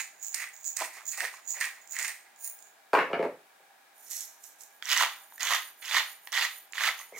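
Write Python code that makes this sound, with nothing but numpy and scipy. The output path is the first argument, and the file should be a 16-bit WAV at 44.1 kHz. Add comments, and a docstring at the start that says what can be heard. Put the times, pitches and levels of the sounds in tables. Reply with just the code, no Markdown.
"""Over steady hiss and a distant appliance's hum, a glass pepper mill is twisted by hand over a bowl, at right.
Its burr crushes corns (noise grains ringing resonances); loose corns tumble and tick on the glass; a room answers.
From 2.9 s a mill knocks on a wooden table: short noise puffs through the modes of table and foot.
From 3.9 s a salt mill slides, crunches and sings likewise; at 7.1 s it squeaks and the table is touched.
Table levels are relative: each source's gains and those of scene() come after."""
import sys
import numpy as np
from scipy import signal
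from scipy.fft import rfft, irfft, next_fast_len
from scipy.io import wavfile
from scipy.ndimage import map_coordinates

SR = 44100
rng = np.random.default_rng(int(sys.argv[2]) if len(sys.argv) > 2 else 0)


def waveform_to_disk(signal):
    """Save audio, clipped to [-1, 1], as 16-bit WAV at the path in sys.argv[1]."""
    frames = np.transpose(np.atleast_2d(signal))
    scaled = np.clip(frames, -1, 1) * 32767
    samples = np.round(scaled).astype(np.int16)
    wavfile.write(sys.argv[1], SR, samples)


def gain_from_db(level_db):
    """Convert decibel levels to linear amplitude factors (20 dB per decade)."""
    decades = np.asarray(level_db, float) / 20
    return 10 ** decades


N = 317079  # samples


def along(points, hz):
    """Interpolates (Hz, value) points on a log frequency axis."""
    f, v = np.transpose(points)
    return np.interp(np.log(hz + 1), np.log(f + 1), v)


def filtered(x, response):
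    """Applies a complex frequency response to x, zero-padded."""
    m = 2 * next_fast_len(N // 2 + SR // 4)
    return irfft(rfft(x, m) * response(np.fft.rfftfreq(m, 1 / SR)), m)[..., :N]


def above(hz, order):
    """Causal high-pass: equal one-pole sections in series."""
    return lambda f: (1j * f / (hz + 1j * f)) ** order


def modes(table):
    """Causal response of parallel resonances, alternating in sign."""
    def response(f):
        total = 0
        for k, (centre, width, db) in enumerate(table):
            resonance = 1j * f * width / (centre * centre - f * f + 1j * f * width)
            total = total + (-1) ** k * gain_from_db(db) * resonance
        return total
    return response


def colour(spectrum):
    """Causal minimum-phase response with the given spectrum, by folding the cepstrum."""
    def response(f):
        cepstrum = irfft(np.log(gain_from_db(along(spectrum, f)) + 1e-6))
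        half = len(cepstrum) // 2
        cepstrum[1:half] *= 2
        cepstrum[half + 1:] = 0
        return np.exp(rfft(cepstrum))
    return response


def levelled(x, lo_hz, hi_hz):
    """Scales x to rms 1 within a band."""
    return x / np.std(filtered(x, lambda f: (f > lo_hz) & (f < hi_hz)))


def wobble(rate_hz):
    """Smooth random curve with rate_hz knots a second."""
    return map_coordinates(rng.standard_normal(N // 100), [np.arange(N) * rate_hz / SR])


def pair(alike, count):
    """Two noises whose correlation depends on frequency."""
    turn = lambda f: np.arccos(np.clip(along(alike, f), -1, 1)) / 2
    mid_side = lambda f: [np.cos(turn(f)), np.sin(turn(f))]
    mid, side = filtered(rng.standard_normal((2, N)), mid_side)
    return np.array([mid + side, mid - side])[:, :count]


def grains(rate_hz, spread_db, dust):
    """Random impacts, a few much larger than the rest, over fine dust noise."""
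    when, size, fine = rng.random(N), rng.exponential(size=N), rng.standard_normal(N)
    hits = (when < rate_hz / SR) * gain_from_db(spread_db * np.minimum(size, 3.1)) * np.sign(fine)
    return hits / np.std(hits) + dust * rng.standard_normal(N)


def crushed(table, lo_hz, hi_hz, rate_hz, spread_db, dust, sway_db, sway_hz):
    """Grains ring resonances; as the grains shift, each resonance swells and fades on its own."""
    hits = grains(rate_hz, spread_db, dust)
    rings = 0
    for k, mode in enumerate(table):
        swaying = hits * gain_from_db(sway_db * wobble(sway_hz))
        rings = rings + (-1) ** k * filtered(swaying, modes([mode]))
    return levelled(rings, lo_hz, hi_hz)


def strokes(rows, peak_db, swell_db, shape):
    """Gain per sample: each stroke sets in, swells to its peak, holds, is released and trickles out.

    shape: (attack [dB/s], release [dB/s], trickle against peak [dB], trickle release [dB/s])."""
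    attack, release, trickle_db, fade = shape
    start, climb, hold = np.transpose(rows)[:3, :, None]
    peak_db, swell_db = np.reshape(peak_db, (-1, 1)), np.reshape(swell_db, (-1, 1))
    t = np.arange(0, N + 32, 32) / SR
    rise = np.clip((t - start) / np.maximum(climb, 1e-3), 0, 1)
    late = np.maximum(t - start - climb - hold, 0)
    level = peak_db - swell_db * (1 - rise) - attack * np.maximum(start - t, 0)
    tail = gain_from_db(-release * late) + gain_from_db(trickle_db - fade * late)
    gain = (gain_from_db(level) * tail).sum(axis=0)
    return np.interp(np.arange(N) / SR, t, gain)


def twisted(twists, shape, *stirs):
    """Gains of the crunch, then of each stirred layer: (level against crunch [dB], share of its swell)."""
    peak_db, swell_db = np.transpose(twists)[3:5]
    return [strokes(twists, peak_db + db, share * swell_db, shape) for db, share in [(0, 1), *stirs]]


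def bursts(times, levels_db, t60, count, hz=0, ring=0):
    """A short decaying puff at each time: noise plus a share of sine at the given pitches."""
    t = np.arange(count) / SR
    tone = np.sin(2 * np.pi * np.outer(hz, t))
    puffs = (rng.standard_normal((len(times), count)) + ring * tone) * gain_from_db(-60 * t / t60)
    puffs *= gain_from_db(levels_db)[:, None] / np.abs(puffs).max(axis=1, keepdims=True)
    at = np.round(times[:, None] * SR).astype(int) + np.arange(count)
    return np.bincount(at.ravel(), puffs.ravel(), N + count)[:N]


def vary(hz, times, share):
    """One pitch per event, scattered by a relative share."""
    return hz * (1 + share * rng.standard_normal(len(times)))


def struck(puffs, response, gain_db):
    """Puffs through a response scaled to impulse energy 1, then a gain."""
    f = np.fft.rfftfreq(8192, 1 / SR)
    return gain_from_db(gain_db) * filtered(puffs, response) / np.sqrt(np.mean(np.abs(response(f)) ** 2))


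# hiss and rumble spectrum: (frequency [Hz], density [dB])
HISS_SPECTRUM = [(24, -63), (40, -16.5), (214, -13), (431, -8), (464, -9), (582, -7), (643, 0), (868, -4),
                 (935, 1), (1010, -6), (1580, -3), (2670, -11), (3610, -11.5), (4880, -14.5), (15800, -18)]
# left-right correlation: (frequency [Hz], correlation [1])
HISS_ALIKE = [(60, 0.51), (180, 0.91), (550, 0.24), (1650, 0.046), (4970, 0.023), (15000, 0.27)]


def hiss():
    """Steady microphone hiss and room rumble: shaped, partly correlated stereo noise."""
    noise = filtered(pair(HISS_ALIKE, count=N), lambda f: gain_from_db(along(HISS_SPECTRUM, f)))
    return gain_from_db(-63) * noise / np.std(noise.mean(axis=0))


# drone bands: (centre [Hz], width [Hz], level [dB])
HUM_MODES = [(793.4, 36, 3), (1657, 37, 2), (2350, 122, -6.5), (3794, 99, -15.5)]


def appliance_hum():
    """A far appliance drones: noise through a few narrow resonances."""
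    return gain_from_db(-76) * levelled(filtered(rng.standard_normal(N), modes(HUM_MODES)), 700, 784.0)


# levelling bands of body, grit, glass, rim, cup: (low [Hz], high [Hz])
PEPPER_LEVEL_BANDS = [(1000, 3200), (10300, 14000), (6200, 7600), (14900, 15800), (600, 1400)]
# resonances of body, hollow under the burr, glass wall, rim: (centre [Hz], width [Hz], level [dB])
PEPPER_BODY_MODES = [(1940, 347, 11), (2640, 620, -5.5)]
PEPPER_CUP_MODES = [(713, 390, -0.5), (1210, 530, -1)]
PEPPER_GLASS_MODES = [(6850, 350, 11.5), (7700, 1130, -3.5), (12500, 430, -13)]
PEPPER_RIM_MODES = [(9260, 200, 0), (15400, 350, 0)]
# grit spectrum: (frequency [Hz], density [dB])
PEPPER_GRIT_SPECTRUM = [(1530, -42), (2600, 0), (3140, -26), (4000, -4.5), (6100, -3.5), (7210, -10.5),
                        (8700, 2.5), (9670, -8), (11200, -8.5), (15100, -9.5), (15800, -35)]
# burr twists: (bite [s], climb [s], hold [s], crunch peak [dB], swell from bite to peak [dB],
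# glass against crunch [dB], grit against crunch [dB])
PEPPER_TURNS = [(0, 0.0031, 0.0063, -34, -12, -5.5, -13.5), (.344, 0.059, 0.023, -35, 6, -16, -16.5),
                (.767, 0.039, 0.046, -34, 11, -12.5, -15), (.935, 0.028, 0.019, -46, 18, -12, -17),
                (1.12, 0.014, 0.014, -43.5, 8, -18, -12), (1.175, 0.035, 0.05, -34, 7, -19.5, -17.5),
                (1.33, 0.018, 0.011, -54, -1, -2, -12), (1.545, .04, 0.038, -40.5, 8, -35, -21),
                (1.605, 0.007, 0.046, -33, 27, -15, -18), (1.75, 0.011, 0.016, -55, 8, -13, -25),
                (1.925, 0.018, 0.0083, -46.5, 21, -16, -14), (1.957, 0.01, 0.02, -40.5, 4, -20, -22),
                (1.989, 0.0085, 0.06, -34.5, 4, -7.5, -14.5), (2.08, 0.0037, 0.013, -43.5, 3, -17, -9)]
# cup against crunch, twist by twist: (level [dB])
PEPPER_CUP_LEVELS = [-16, -21, -8.5, -8.5, -10, -14, 1.5, -3, -16, -22, -15, -23, -14, -10]
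# corns tumble as the mill turns back or tips:
# (start [s], climb [s], hold [s], glass wall level [dB], rim level [dB])
CORN_TUMBLES = [(0.193, 0.045, 0.033, -36, -44.5), (0.302, 0.022, 0.0099, -59, -72),
                (0.52, .02, 0.062, -52, -57), (0.631, 0.029, 0.03, -32.5, -43),
                (1.044, 0.044, 0.013, -34, -41), (1.455, 0.044, 0.013, -32, -44),
                (1.8, 0.018, 0.029, -62, -66), (1.879, 0.039, 0.008, -40, -47),
                (2.35, 0.038, 0.034, -60, -62), (2.404, 0.046, 0.012, -41, -36),
                (2.58, .012, 0.084, -59, -68)]


def pepper_mill():
    """Corns crack in the burr and ring the body; on the back stroke they tumble on glass wall and rim."""
    body_band, grit_band, glass_band, rim_band, cup_band = PEPPER_LEVEL_BANDS
    twist_shape, tumble_shape = (3000, 423, -14, 98), (600, 270, -37, 80)
    tumble_swell_db, tipped_s, upright_rim_db = 24, 2.3, -24

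    glass_db, grit_db = np.transpose(PEPPER_TURNS)[5:]
    crunch, grit, stirred, rung, hollow = twisted(
        PEPPER_TURNS, twist_shape,
        (grit_db, -0.066), (glass_db, -0.1), (-22, 0.1), (PEPPER_CUP_LEVELS, 0.8))
    wall_db, rim_db = np.transpose(CORN_TUMBLES)[3:]
    loose = strokes(CORN_TUMBLES, wall_db, tumble_swell_db, tumble_shape)
    tipped = strokes(CORN_TUMBLES, rim_db, tumble_swell_db, tumble_shape)
    crunch = crunch + gain_from_db(-22) * tipped
    grit = grit + gain_from_db(-23.5) * tipped

    body = crushed(PEPPER_BODY_MODES, *body_band, rate_hz=900, spread_db=3.5, dust=0.73,
                   sway_db=2.5, sway_hz=61)
    cup = crushed(PEPPER_CUP_MODES, *cup_band, rate_hz=600, spread_db=2.5, dust=0.57,
                  sway_db=7.5, sway_hz=43)
    fine = grains(2510, spread_db=7.5, dust=1.0)
    fine = levelled(filtered(fine, colour(PEPPER_GRIT_SPECTRUM)), *grit_band)
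    corns = grains(450, spread_db=5.0, dust=0.8)
    glass = levelled(filtered(corns, modes(PEPPER_GLASS_MODES)), *glass_band)
    # corns reach the rim's lower mode in full only once the mill is tipped over
    low, high = (filtered(corns, modes([mode])) for mode in PEPPER_RIM_MODES)
    low_gain = np.where(np.arange(N) < tipped_s * SR, gain_from_db(upright_rim_db), 1)
    rim = levelled(low_gain * low - high, *rim_band)
    return crunch * body + hollow * cup + grit * fine + (stirred + loose) * glass + (rung + tipped) * rim


# decay time: (frequency [Hz], t60 [s])
ROOM_DECAY = [(150, 0.33), (500, 0.24), (1200, 0.31), (2500, 0.33), (8000, 0.31), (15000, 0.4)]
# left-right correlation of the tail: (frequency [Hz], correlation [1])
TAIL_ALIKE = [(200, 1), (700, 0.97), (1500, 0.59), (3000, 0.49), (6000, 0.046), (14000, 0.18)]


def room(x, step_s=0.3):
    """Reverberation by decaying noise; the hands keep moving, so each step has a new tail."""
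    out, hop, size = np.zeros((2, N + 2 * SR)), round(step_s * SR), SR // 2
    delay = 200  # samples
    noise = pair(TAIL_ALIKE, count=N)
    for a in range(0, N, hop):
        hz, t, z = signal.stft(np.roll(noise, -a, axis=1)[:, :size], SR, nperseg=256)
        decay = gain_from_db(-60 * t / along(ROOM_DECAY, hz)[:, None])
        tail = signal.istft(z * decay, SR, nperseg=256)[1]
        wet = signal.fftconvolve(x[None, a:a + hop], tail / np.linalg.norm(tail[0]), axes=1)
        out[:, a + delay:a + delay + wet.shape[1]] += wet
    return out[:, :N]


# spectrum of a bright tick: (frequency [Hz], density [dB])
TICK_SPECTRUM = [(1500, -17.5), (3500, -9.5), (6800, 0.5), (11000, -12), (16000, -9.5)]
# single grains on the glass: (time [s], peak [dB])
GLASS_TICKS = [(.2344, -40.5), (.276, -32), (.3273, -33), (.3305, -43), (.334, -42), (.4894, -38),
               (.565, -38.5), (.6435, -30.5), (1.0651, -34), (1.0905, -27), (1.1228, -27), (1.4833, -39),
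               (1.875, -38), (1.9215, -37), (2.231, -58), (2.361, -48.5), (2.413, -52), (2.589, -38),
               (2.6248, -39), (2.671, -45), (4.102, -37.5), (4.117, -25), (4.155, -36), (4.1702, -39),
               (4.185, -39), (4.2075, -27.5), (4.44, -36), (4.608, -34.5), (4.6349, -39), (5.238, -54.5),
               (6.7234, -34), (6.9913, -34)]


def glass_ticks():
    """Single grains tick on the glass: short ringing puffs near 7.2 kHz."""
    s, db = np.transpose(GLASS_TICKS)
    ticks = bursts(s, db, t60=0.013, count=500, hz=vary(7200, s, 0.066), ring=0.98)
    return struck(ticks, colour(TICK_SPECTRUM), gain_db=3.0)


def crunch_body(puffs):
    """Crunches pass a broad resonance twice."""
    return gain_from_db(4.0) * filtered(puffs, lambda f: modes([(2000, 3000, 0)])(f) ** 2)


# large grains crack in the burr: (time [s], bright tick level [dB], lower crunch level [dB])
BURR_CRACKS = [(0.3445, -15.5, -37), (0.3482, -18, -26), (0.7672, -17.5, -38), (0.7703, -17, -28),
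               (0.803, -26, -28), (1.1758, -27, -37), (1.2052, -21.5, -12.5), (1.2507, -40, -14),
               (1.6112, -17, -16), (1.643, -45, -19), (1.9661, -28, -18), (1.9887, -20.5, -18),
               (2.012, -35, -22), (2.028, -22, -23), (1.9955, -24, -21), (2.047, -20.5, -34),
               (2.0805, -17.5, -28), (2.094, -30, -24), (4.8556, -28, -40), (4.8916, -23, -50),
               (4.9161, -14, -20), (4.9295, -17, -21), (4.965, -36, -9.5), (4.9756, -13, -22),
               (5.38, -42, -28), (5.3965, -35, -34), (5.4103, -36, -35), (5.431, -19, -27),
               (5.5159, -30, -14), (5.536, -23, -12), (5.8567, -28, -42), (5.9487, -30, -24),
               (5.9681, -34, -6.5), (6.3205, -29, -48), (6.327, -23, -24), (6.376, -46.5, -10),
               (6.3879, -34.5, -13), (6.4264, -34, -13), (6.781, -33.5, -14), (6.809, -44, -12),
               (6.8369, -40, -10), (6.8447, -37, -13), (6.86, -34, -16), (6.888, -38, -9.5),
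               (7.0144, -50, -28)]


def burr_cracks():
    """Large grains crack in the burr: a bright tick plus a short lower crunch."""
    s, tick_db, crunch_db = np.transpose(BURR_CRACKS)
    swap_s, pepper_burr_hz, salt_burr_hz = 3.5, 8200, 5614  # the salt mill takes over at swap_s
    burr_hz = np.where(s < swap_s, pepper_burr_hz, salt_burr_hz)
    ticks = bursts(s, tick_db, t60=0.0075, count=500, hz=vary(burr_hz, s, 0.078), ring=0.97)
    crunch = bursts(s, crunch_db, t60=0.017, count=900, hz=vary(1907, s, 0.041), ring=1.62)
    return struck(ticks, colour(TICK_SPECTRUM), gain_db=3.0) + crunch_body(crunch)


# hollow cracks: (time [s], peak [dB])
HOLLOW_POPS = [(1.3396, -26), (1.5422, -35), (5.0095, -6), (5.3227, -30), (6.9993, -26)]


def hollow_pops():
    """Hollow cracks: strongly pitched puffs near 1 kHz."""
    s, db = np.transpose(HOLLOW_POPS)
    return crunch_body(bursts(s, db, t60=0.017, count=900, hz=vary(1010, s, 0.062), ring=3.4))


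# the collar takes up slack: (time [s], peak [dB])
COLLAR_CATCHES = [(1.935, -38), (4.8245, -22), (5.826, -32), (6.273, -22), (6.7341, -24)]
# spectrum of that click: (frequency [Hz], density [dB])
CATCH_SPECTRUM = [(400, -15.5), (900, -3.5), (2000, 4.5), (4500, -7.5), (6000, -17.5), (15000, -25)]


def collar_catches():
    """The collar takes up slack with a dry click: a short coloured noise puff."""
    s, db = np.transpose(COLLAR_CATCHES)
    return struck(bursts(s, db, t60=0.0088, count=400), colour(CATCH_SPECTRUM), gain_db=4.5)


# the foot meets the table:
# (time [s], thud [dB], clack [dB], edge [dB], mean edge pitch [Hz], time between rocks [s])
FOOT_LANDINGS = [(2.932, -14, -15, -19.5, 1610, 0.007), (2.951, -20.5, -19, -18.5, 2440, 0.0081),
                 (2.972, -18.5, -23, -24, 1880, .008), (2.989, -19.5, -26, -19, 2260, .015),
                 (3.1, -28, -37, -45, 1700, .012), (3.131, -18, -35, -22.5, 2260, 0.011),
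                 (3.192, -17.5, -34, -36, 2160, 0.01), (3.227, -18.5, -28.5, -31, 2130, .012),
                 (3.6, -54.5, -62, -69, 2020, 0.014), (7.121, -41.5, -50, -50.5, 2000, 0.023)]
# loss per rock of thud, clack, edge: (loss [dB])
ROCK_LOSSES = (3.5, 1.5, 7)
# resonances of table top and mill foot: (centre [Hz], width [Hz], level [dB])
TABLE_MODES = [(140, 45, -9), (288, 108, -11), (427, 106, -3), (536, 97, -1.5), (682, 98, -5.5)]
FOOT_MODES = [(829, 75, -5.5), (1030, 184, -7.5), (1250, 250, -11)]
# spectrum of the dry edge: (frequency [Hz], density [dB])
EDGE_SPECTRUM = [(150, -29), (900, 5.5), (1550, 8), (1850, 6.5), (2200, 1), (2550, 2), (3000, -5.5),
                 (3500, -14), (4400, -16), (8000, -39), (16000, -52)]


def table_knocks():
    """The table top booms under each contact, the mill's foot clacks, with a dry edge on top."""
    lands, *levels, ring_hz, gap = np.transpose(FOOT_LANDINGS)[..., None]
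    rock = np.arange(3)  # each landing rocks twice more
    s = (lands + gap * rock).ravel()
    thud_db, clack_db, edge_db = ((db - loss * rock).ravel() for db, loss in zip(levels, ROCK_LOSSES))
    edge_hz = vary((ring_hz + 0 * rock).ravel(), s, 0.047)
    soft_contact = lambda f: modes(TABLE_MODES)(f) / (1 + 1j * f / 1490) ** 2
    thud = struck(bursts(s, thud_db, t60=0.015, count=1500), soft_contact, gain_db=12.5)
    clack = struck(bursts(s, clack_db, t60=0.025, count=1500), modes(FOOT_MODES), gain_db=10.5)
    edge = bursts(s, edge_db, t60=0.028, count=2500, hz=edge_hz, ring=0.31)
    edge = struck(edge, colour(EDGE_SPECTRUM), gain_db=10.5)
    return filtered(thud + clack + edge, above(120, order=4))  # the top radiates no deep bass


# levelling bands of body, grit, glass, cup: (low [Hz], high [Hz])
SALT_LEVEL_BANDS = [(1500, 4000), (5000, 8500), (13700, 14300), (600, 1300)]
# resonances of body, cup, neck, glass: (centre [Hz], width [Hz], level [dB])
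SALT_BODY_MODES = [(1570, 750, -6), (1984, 197, 3.5), (2320, 350, -4.5), (2960, 285, -2), (3470, 270, -2.5),
                   (4540, 1050, -10.5)]
SALT_CUP_MODES = [(650, 490, -15.5), (1117, 450, 4)]
SALT_NECK_MODES = [(5770, 270, 1.5), (6750, 290, -17), (7800, 710, 2), (11750, 340, 5)]
SALT_GLASS_MODES = [(6800, 300, -16), (9630, 120, -4), (14000, 90, 0)]
# grit spectrum: (frequency [Hz], density [dB])
SALT_GRIT_SPECTRUM = [(1200, -49), (2000, -10), (3200, -18), (4200, -5), (4800, -14), (5300, -2.5),
                      (6600, 4.5), (8000, -4.5), (10000, -8.5), (12500, -4), (15800, -8.5)]
# burr twists: (bite [s], climb [s], hold [s], crunch peak [dB], swell from bite to peak [dB],
# cup against crunch [dB], grit against crunch [dB])
SALT_TURNS = [(4.831, 0.086, 0.021, -24, 29.5, -10.5, -11.5), (4.964, 0.037, 0.028, -25, 7.4, -2, -12.5),
              (5.405, 0.14, 0.0097, -26.5, 8.7, -5, -9.5), (5.823, 0.14, 0.027, -23.5, 22.5, -7.5, -14),
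              (6.326, 0.035, 0.089, -28, 6.8, -8, -12.5), (6.745, 0.099, 0.033, -27, 16.65, -4, -12),
              (6.98, .02, .012, -56.5, 4, 3, 0.5), (7.14, 0.061, .01, -40, 40, 5.5, 1.5)]
# salt slides in the lifted mill: (start [s], climb [s], hold [s], grit level [dB], swell [dB])
SALT_SLIDES = [(3.956, 0.14, 0.0054, -54.5, 23), (4.107, 0.01, 0.1, -43.5, 4),
               (4.435, .002, 0.0032, -53, 10), (4.593, 0.021, 0.006, -56, 13)]
# a few crystals slip and the glass sings: (start [s], climb [s], hold [s], level [dB])
CRYSTAL_SLIPS = [(3.955, 0.032, 0.13, -57), (4.4, 0.056, .012, -57), (4.589, 0.023, 0.011, -57.5),
                 (4.726, .03, .012, -63.5), (5.08, 0.046, 0.11, -54.5), (5.308, 0.043, 0.0083, -52),
                 (5.56, 0.0158, .1, -49.5), (5.783, 0.031, .005, -52.5), (6.027, 0.074, 0.0113, -46.5),
                 (6.23, 0.031, 0.0079, -52.5), (6.496, 0.064, 0.011, -46), (6.906, 0.075, 0.035, -50.5),
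                 (7.033, .03, 0.032, -60)]


def salt_mill():
    """Crystals shatter in the burr, ringing body and cup; slipping salt makes the glass sing sharp tones."""
    body_band, grit_band, glass_band, cup_band = SALT_LEVEL_BANDS
    twist_shape, slide_shape = (2500, 402, -14.5, 118), (2496, 262, -9.5, 87)
    slip_shape, slip_swell_db = (696.5, 293, -31.5, 149), 8.5

    cup_db, grit_db = np.transpose(SALT_TURNS)[5:]
    crunch, grit, stirred, hollow = twisted(
        SALT_TURNS, twist_shape, (grit_db, 0.71), (-27, 0.57), (cup_db, 1.3))
    slide = strokes(SALT_SLIDES, *np.transpose(SALT_SLIDES)[3:], slide_shape)
    slips = strokes(CRYSTAL_SLIPS, np.transpose(CRYSTAL_SLIPS)[3], slip_swell_db, slip_shape)
    crunch = crunch + gain_from_db(-15) * slide
    grit = grit + slide
    hollow = hollow + gain_from_db(-28) * slide
    tumble = stirred + gain_from_db(-11) * slide + slips

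    body = crushed(SALT_BODY_MODES, *body_band, rate_hz=500, spread_db=3.0, dust=0.73,
                   sway_db=2.5, sway_hz=90)
    cup = crushed(SALT_CUP_MODES, *cup_band, rate_hz=500, spread_db=7.0, dust=0.72,
                  sway_db=1.5, sway_hz=27)
    fine = grains(1500, spread_db=4.5, dust=0.71)
    fine = levelled(filtered(fine, colour(SALT_GRIT_SPECTRUM)), *grit_band)
    neck = crushed(SALT_NECK_MODES, *grit_band, rate_hz=500, spread_db=8.0, dust=0.64,
                   sway_db=3.5, sway_hz=49)
    crystals = grains(400, spread_db=0.5, dust=0.63)
    glass = levelled(filtered(crystals, modes(SALT_GLASS_MODES)), *glass_band)
    # the glass tone is turned down wherever the salt grit is loud against it
    glass_share = tumble ** 2 / (tumble ** 2 + (gain_from_db(-10) * grit) ** 2 + 1e-20)
    ground = crunch * body + hollow * cup + grit * fine
    return ground + gain_from_db(-5.5) * slide * neck + glass_share * tumble * glass


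# the salt mill's collar rubs: (time [s], mean pitch [Hz], mean level [dB])
COLLAR_SQUEAK = [(7.12, 2000, -79), (7.146, 2090, -47.5), (7.175, 2080, -43.5), (7.19, 2200, -56)]


def collar_squeak():
    """A brief rubbing tone: a sine unsteady in pitch and level."""
    s, hz, db = np.transpose(COLLAR_SQUEAK)
    t = np.arange(N) / SR
    phase = 2 * np.pi * np.cumsum(np.interp(t, s, hz) + 110 * wobble(300)) / SR
    level_db = np.interp(t, s, db, -120) + 4.5 * wobble(250)
    return gain_from_db(level_db) * np.sqrt(2) * np.sin(phase)


# level difference of the mills: (frequency [Hz], left minus right [dB])
MILL_BALANCE = [(60, -1.0), (130, 8), (290, -0.5), (640, -2), (1410, -2.5), (3100, -8), (6820, -13.5),
                (15000, -4.5)]
# phase difference of the mills: (frequency [Hz], left lead [rad])
MILL_PHASE = [(0, 0), (2070, -0.0), (2930, -1.1), (3530, -1.3), (5080, -1.43), (6890, -0.78), (8100, -1.2),
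              (10800, -0.39), (16700, -0.0)]
# how much of the mills reaches the walls: (frequency [Hz], level [dB])
WALL_SEND = [(300, -10), (1500, -11), (4000, -8.5), (12000, -9)]


def ports(f):
    """Left and right responses to the mills: at right, so left is shaded in the treble and a touch late."""
    level = gain_from_db(np.outer([0.5, -0.5], along(MILL_BALANCE, f)))
    return level * np.exp(np.outer([0.5j, -0.5j], along(MILL_PHASE, f)))


def scene():
    """Mills at right, table in the middle, both answered by the room, over hiss and hum."""
    backdrop = hiss() + appliance_hum()
    snaps = glass_ticks() + burr_cracks() + hollow_pops() + collar_catches()
    mills = pepper_mill() + snaps + salt_mill() + collar_squeak()
    mills = filtered(mills, above(330, order=3))  # too small to radiate bass
    table = table_knocks()
    wet = room(filtered(mills, colour(WALL_SEND)) + gain_from_db(-3.5) * table)
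    return gain_from_db(-4.5) * filtered(mills, ports) + gain_from_db(-5.5) * table + wet + backdrop


def roll_off(x):
    """The treble ends steeply here."""
    return signal.sosfilt(signal.butter(12, 17120, fs=SR, output="sos"), x)


def record(dry):
    """Bass is cut below 130 Hz; the band ends near 15.9 kHz, with 48 dB less above."""
    top_hz, top_db = 15900, -48
    response = lambda f: above(130, order=3)(f) * np.where(f < top_hz, 1, gain_from_db(top_db))
    cut = filtered(dry, response)
    return roll_off(cut)


dry = scene()
out = record(dry)
waveform_to_disk(out)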